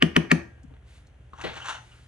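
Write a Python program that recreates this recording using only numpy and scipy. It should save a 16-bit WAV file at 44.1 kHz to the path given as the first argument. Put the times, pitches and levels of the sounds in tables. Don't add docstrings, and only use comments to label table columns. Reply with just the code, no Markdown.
import sys
import numpy as np
from scipy import signal
from scipy.fft import rfft, irfft, next_fast_len
from scipy.io import wavfile
from scipy.ndimage import map_coordinates

SR = 44100
rng = np.random.default_rng(int(sys.argv[2]) if len(sys.argv) > 2 else 0)


def wrap_up_sound(samples):
    columns = np.atleast_2d(samples).T
    tamed = np.clip(columns, -1, 1)
    steps = np.round(tamed * 32767).astype(np.int16)
    wavfile.write(sys.argv[1], SR, steps)


N = 91507
TIME = np.arange(N) / SR
RING = np.arange(int(0.7 * SR)) / SR

# start_s, level_db, favoured_hz (by the contact point), favour_db, lead_db (swell before it)
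RAPS = [(0.0239, 0.5, 2850, 22, -23), (0.1641, 0.5, 2760, 19, -23.5), (0.3154, 2.5, 2260, 9, -16.5)]
# freq_hz, balance_db
NEAR_BALANCE = [(70, -1.5), (160, 6.5), (250, 7), (325, 13), (385, -5.5), (520, 0.5), (1800, 2),
                (6000, 0.1)]
# freq_hz, lead_rad
NEAR_PHASE = [(160, .1), (320, 1), (400, -2), (520, -2.09), (1150, -2.1), (1850, -1.32), (3000, -1.3),
              (4200, -1.2), (8000, -1.76)]


def amp(db):
    return 10 ** (np.asarray(db) / 20)


def unit(x):
    return x / np.sqrt(np.mean(x ** 2) + 1e-20)


def along(points, hz):
    f, v = np.transpose(points)
    return np.interp(np.log(hz + 1), np.log(f + 1), v)


def level(points):
    return amp(np.interp(TIME, *np.transpose(points)))


def fade(t, t60):
    return amp(-60 * t / t60)


def filtered(x, response):
    n = x.shape[-1]
    m = next_fast_len(n + 8192)
    return irfft(rfft(x, m) * response(np.fft.rfftfreq(m, 1 / SR)), m)[..., :n]


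def noise(colour, shape):
    white = rng.standard_normal(shape)
    return unit(filtered(white, lambda hz: amp(along(colour, hz))))


def bump(hz, centre_hz, octaves):
    return np.exp(-(np.log2((hz + 1) / centre_hz) / octaves) ** 2)


def waver(rate):
    knots = rng.standard_normal(int(N * rate / SR) + 4)
    return map_coordinates(knots, [TIME * rate])


def ring(modes, rise_s):
    total = sum(amp(db) * np.sin(2 * np.pi * hz * RING) * fade(RING, t60) for hz, db, t60 in modes)
    return total * (1 - np.exp(-RING / rise_s))


def add(track, s, sound):
    i = max(round(s * SR), 0)
    track[i:i + len(sound)] += sound[:N - i]


def room(x):
    # freq_hz, t60_s
    tail_t60 = [(150, 0.22), (500, 0.32), (1800, 0.41), (3500, 0.3), (7000, .38), (12000, 0.13)]
    # freq_hz, gain_db
    tail_colour = [(100, -9.5), (250, 1), (500, -1.5), (750, 2), (1100, -6.5), (2000, -4), (3000, -3),
                   (4800, -3.5), (6100, -1), (7500, -10), (10000, 4), (12500, -11.5)]
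    delay_s, early_db, early_t60_s = 0.006, -1, 0.032
    hz, t, z = signal.stft(rng.standard_normal((2, len(RING))), SR, nperseg=256)
    late_decay = fade(t, along(tail_t60, hz)[:, None])
    early_decay = amp(early_db) * fade(t, early_t60_s)
    tail = signal.istft(z * (late_decay + early_decay), SR, nperseg=256)[1]
    tail = filtered(tail / np.linalg.norm(tail[0]), lambda f: amp(along(tail_colour, f)))
    turn = lambda f: np.pi / 4 * f / (f + 500)
    mid, side = filtered(tail, lambda f: np.array([np.cos(turn(f)), np.sin(turn(f))]))
    delayed = np.pad(x, (round(delay_s * SR), 0))
    return signal.fftconvolve(delayed[None], np.array([mid + side, mid - side]), axes=1)[:, :N]


def ports(x, balance, phase):
    half = np.array([[0.5], [-0.5]])
    return filtered(x, lambda hz: amp(half * along(balance, hz)) * np.exp(1j * half * along(phase, hz)))


def background():
    # freq_hz, rms_db
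    hum_lines = [(59, -57.5), (75.4, -55.5), (118.6, -60)]
    # freq_hz, gain_db
    air_colour = [(20, -40), (45, -1.5), (70, -8), (125, -2), (160, -12), (250, -18.5), (500, -22.5),
                  (750, -25), (1050, -35), (1700, -30.5), (3200, -36.5), (4500, -58.5), (10000, -49.5),
                  (12000, -66.5)]
    hum_waver_db, air_db = 4, -56
    hum = 0
    for hz, db in hum_lines:
        gain = amp(db + hum_waver_db * waver(2.68)) * np.sqrt(2)
        hum = hum + gain * np.sin(2 * np.pi * hz * TIME + 0.39 * waver(1.9))
    apart = filtered(noise(air_colour, N), lambda f: f / (f + 500))
    air = noise(air_colour, N) + apart * np.array([[1], [-1]])
    return hum + amp(air_db) * air


def sleeve():
    # time_s, level_db
    slide_level = [(.6, -79.5), (.83, -84), (.88, -65), (.97, -60.5), (1.03, -74), (1.12, -82.5),
                   (1.8, -63.5), (1.95, -62), (2.07, -65.5)]
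    # freq_hz, gain_db
    cloth_colour = [(400, -18.5), (1300, -2.5), (1800, 1), (2600, -2.5), (3400, -2), (4300, -6),
                    (5800, -12), (6700, -8), (7800, -11), (9500, -11.5), (12000, -27.5)]
    return level(slide_level) * noise(cloth_colour, N)


def scrape():
    # time_s, level_db
    pressure = [(1.32, -70.5), (1.37, -52.5), (1.43, -39.5), (1.47, -82), (1.54, -41), (1.6, -45),
                (1.635, -45), (1.655, -34), (1.695, -27.5), (1.735, -35.5), (1.77, -42.5), (1.81, -57),
                (1.87, -84.5), (1.93, -57.5), (2.07, -93)]
    # centre_hz, width_hz, gain_db
    resonances = [(870, 240, 2), (1266, 140, 6.5), (1630, 99, -3), (1800, 87, -9.5), (2790, 120, -15),
                  (2750, 43, 17), (3400, 150, -34.5)]
    # freq_hz, gain_db
    rasp_colour = [(150, -26), (500, -7.5), (900, -1), (1400, 9), (2200, -5.5), (3000, 0.5), (4200, -8.5),
                   (5000, -18.5), (6000, -7.5), (7500, -15), (10000, -26), (11800, -54)]
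    grains_per_s, ring_db, rasp_db = 3000, -11, -3.5
    clumps_per_s, clump_db = 220, 2.2
    slips = rng.standard_normal(N) * (rng.random(N) < grains_per_s / SR)
    slips = slips + 0.12 * rng.standard_normal(N)
    slips = slips * amp(clump_db * waver(clumps_per_s))

    def body(f):
        total = 0
        for k, (centre, width, db) in enumerate(resonances):
            damping = 1j * f * width
            total = total + (-1) ** k * amp(db) * damping / (centre * centre - f * f + damping)
        return total

    ringing = unit(filtered(slips, body))
    rasp = unit(filtered(slips, lambda f: amp(along(rasp_colour, f))))
    return level(pressure) * (amp(ring_db) * ringing + amp(rasp_db) * rasp)


def knocks():
    # start_s, level_db, centre_hz, width_octaves, t60_s
    contacts = [(0.576, -48.5, 739, 1.4, 0.036), (0.631, -54.5, 7500, 0.5, 0.033),
                (0.705, -52, 590, .7, 0.055), (0.737, -46, 810, 1.73, 0.039),
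                (0.765, -46.5, 1090, 1.4, 0.02), (1.068, -56, 7180, 0.753, 0.039),
                (1.332, -35.5, 1070, 0.42, 0.055), (1.334, -40.5, 300, 1.6, .04),
                (1.385, -43, 987, 0.41, 0.26), (1.411, -30.5, 1540, 0.92, 0.039),
                (1.411, -44.5, 6940, .6, 0.092), (1.566, -46, 6450, 0.52, .1),
                (1.437, -29, 1420, 2.3, 0.24), (1.44, -37, 175, 0.41, .16), (1.445, -32, 510, 0.4, 0.13),
                (1.463, -38, 2050, 1.9, 0.48), (1.495, -35.5, 830, 0.19, .04), (1.518, -40, 851, .25, .04),
                (1.559, -40, 2480, 2.15, 0.12), (1.568, -34.5, 880, 0.39, 0.047),
                (1.573, -31, 1850, 1.06, 0.047), (1.614, -37.5, 2995, 0.13, 0.12),
                (1.648, -41, 1330, .45, .06), (1.688, -32.5, 1400, 0.32, 0.041),
                (1.727, -41, 1580, .8, 0.028), (1.915, -51.5, 2830, 0.16, 0.094),
                (1.921, -57, 1200, 0.75, .08), (1.986, -52.5, 1370, 0.26, .04)]
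    # freq_hz, gain_db
    tool_colour = [(50, -4), (170, 26), (1000, 5.5), (3000, 7), (4200, 3.5), (5000, -8.5), (6200, -6.5),
                   (9000, -16), (11000, -17), (13000, -25)]
    rise_s, broad_db = 0.0023, -24.5
    out = np.zeros(N)
    for s, db, hz, octaves, t60 in contacts:
        envelope = fade(RING, t60) * (1 - np.exp(-RING / rise_s))
        band = lambda f: bump(f, hz, octaves) + amp(broad_db)
        burst = envelope * filtered(noise(tool_colour, len(RING)), band)
        add(out, s, amp(db) * burst * np.linalg.norm(envelope) / np.linalg.norm(burst))
    return out


def thud():
    start_hz, end_hz, glide_s = 582, 162.85, 0.0027
    level_db, rise_s, t60_s, hold_s = -12.5, 0.0016, 0.17, 0.057
    hz = end_hz + (start_hz - end_hz) * np.exp(-RING / glide_s)
    envelope = (1 - np.exp(-RING / rise_s)) * fade(RING, t60_s) / (1 + (RING / hold_s) ** 12)
    return amp(level_db) * envelope * np.sin(2 * np.pi * np.cumsum(hz) / SR)


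def bench():
    # freq_hz, level_db, t60_s
    base_modes = [(257.6, -4, 0.04), (336.6, -29, 0.32), (380, -2.5, 0.051), (479, -34, 0.22)]
    # freq_hz, level_db, t60_s
    top_modes = [(81, -31.5, 0.35), (223, -7.5, 0.085)]
    # centre_s, level_db, pitch_hz, half_length_s
    nudges = [(0.648, -43.5, 256, 0.0075), (.652, -46.5, 164, 0.009), (.694, -45, 126.5, 0.02),
              (0.718, -50.5, 279, 0.008)]
    rumble_colour = [(90, -25), (170, 0.5), (270, -3.5), (450, -10), (900, -17), (1800, -48)]  # (Hz, dB)
    delay_s, rise_s, swing_db = 0.0031, 0.014, 1
    rumble_db, rumble_t60_s = -31.5, 0.37
    radiation_hz = 54.7
    out = np.zeros(N)
    swing = ring(base_modes, rise_s) - ring(top_modes, rise_s) - thud()
    for s, db, *_ in RAPS:
        rumble = noise(rumble_colour, len(RING)) * fade(RING, rumble_t60_s)
        add(out, s + delay_s, amp(swing_db) * swing + amp(db + rumble_db) * rumble)
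    for s, db, hz, half_s in nudges:
        swell = np.exp(-((TIME - s) / half_s) ** 2)
        out = out + amp(db) * swell * np.sin(2 * np.pi * hz * (TIME - s))
    return filtered(out, lambda f: 1 - 1 / (1 + (f / radiation_hz) ** 4))


def crack():
    colour = [(500, 4), (2200, 5.5), (3500, -10.5), (6000, -9), (10000, -17), (13000, -21)]  # (Hz, dB)
    return noise(colour, len(RING)) * fade(RING, 0.024)


def jar(s, db, favoured_hz, favour_db, lead_db):
    # freq_hz, level_db, t60_s
    wall_modes = [(620, -19, 0.023), (737, -18.5, 0.022), (833, -25, 0.028), (981, -21.5, 0.04),
                  (1188, -11, 0.024), (1441, -16, 0.028), (1724, -19.5, 0.029), (1850, -4, 0.016),
                  (2348, -16, 0.013), (2534, -21.5, 0.012), (2915, -21.5, 0.009), (3050, -35, 0.017),
                  (4463, -19, 0.013), (4740, -30.5, 0.0093), (5530, -31, 0.027), (6300, -27, 0.025),
                  (7730, -29, 0.025), (10460, -37, 0.013)]
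    lead_colour = [(400, -23.0), (1200, -1), (2100, 1), (2800, -13), (3600, -18), (4600, -17),
                   (12000, -55.5)]
    shaft_hz, shaft_db, shaft_t60_s = 1622, -51, 0.97
    attack_s, lead_rise_s, favour_octaves = 0.0003, 0.036, 0.22
    crack_db, crack_favour = -17.5, 0.64
    wet_db, wall_spread_db, crack_spread_db = -9, -3, -16
    out, spray = np.zeros(N), np.zeros(N)
    emphasis_db = lambda hz: favour_db * bump(hz, favoured_hz, favour_octaves)
    tint = lambda x: filtered(x, lambda hz: amp(crack_favour * emphasis_db(hz)))
    wall = ring([(hz, g + emphasis_db(hz), t60) for hz, g, t60 in wall_modes], attack_s)
    steel = ring([(shaft_hz, shaft_db, shaft_t60_s)], attack_s)
    add(out, s, amp(db) * (wall + amp(crack_db) * tint(crack()) + steel))
    add(spray, s, amp(db + crack_spread_db) * crack())
    lead = unit(tint(noise(lead_colour, N)))
    out = out + amp(lead_db) * lead * fade(np.abs(s - TIME), lead_rise_s) * (TIME < s)
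    wet = amp(wall_spread_db) * room(out) + room(spray)
    return ports(out, NEAR_BALANCE, NEAR_PHASE) + amp(wet_db) * wet


def scene():
    # freq_hz, balance_db
    far_balance = [(60, 1.5), (170, 1.5), (400, 5.5), (900, 6.5), (1400, 2.5), (2400, 0.5), (8000, 0.35)]
    # freq_hz, lead_rad
    far_phase = [(200, -2.2), (650, -1.2), (1300, -0.82), (2500, -1.5), (8000, -1.2)]
    thump_wet_db, knock_wet_db, rub_wet_db = -13, -6, -3.5
    thump, hits, rubs = bench(), knocks(), scrape() + sleeve()
    near = sum(jar(*row) for row in RAPS)
    near = near + ports(thump, NEAR_BALANCE, NEAR_PHASE) + amp(thump_wet_db) * room(thump)
    far = hits + rubs + room(amp(knock_wet_db) * hits + amp(rub_wet_db) * rubs)
    return near + ports(far, far_balance, far_phase) + background()


def record(dry):
    ceiling, top_hz = 0.95, 13400
    rounded = dry / (1 + np.abs(dry / ceiling) ** 8) ** (1 / 8)
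    return filtered(rounded, lambda hz: 1 / (1 + (hz / top_hz) ** 60))


dry = scene()
out = record(dry)
wrap_up_sound(out)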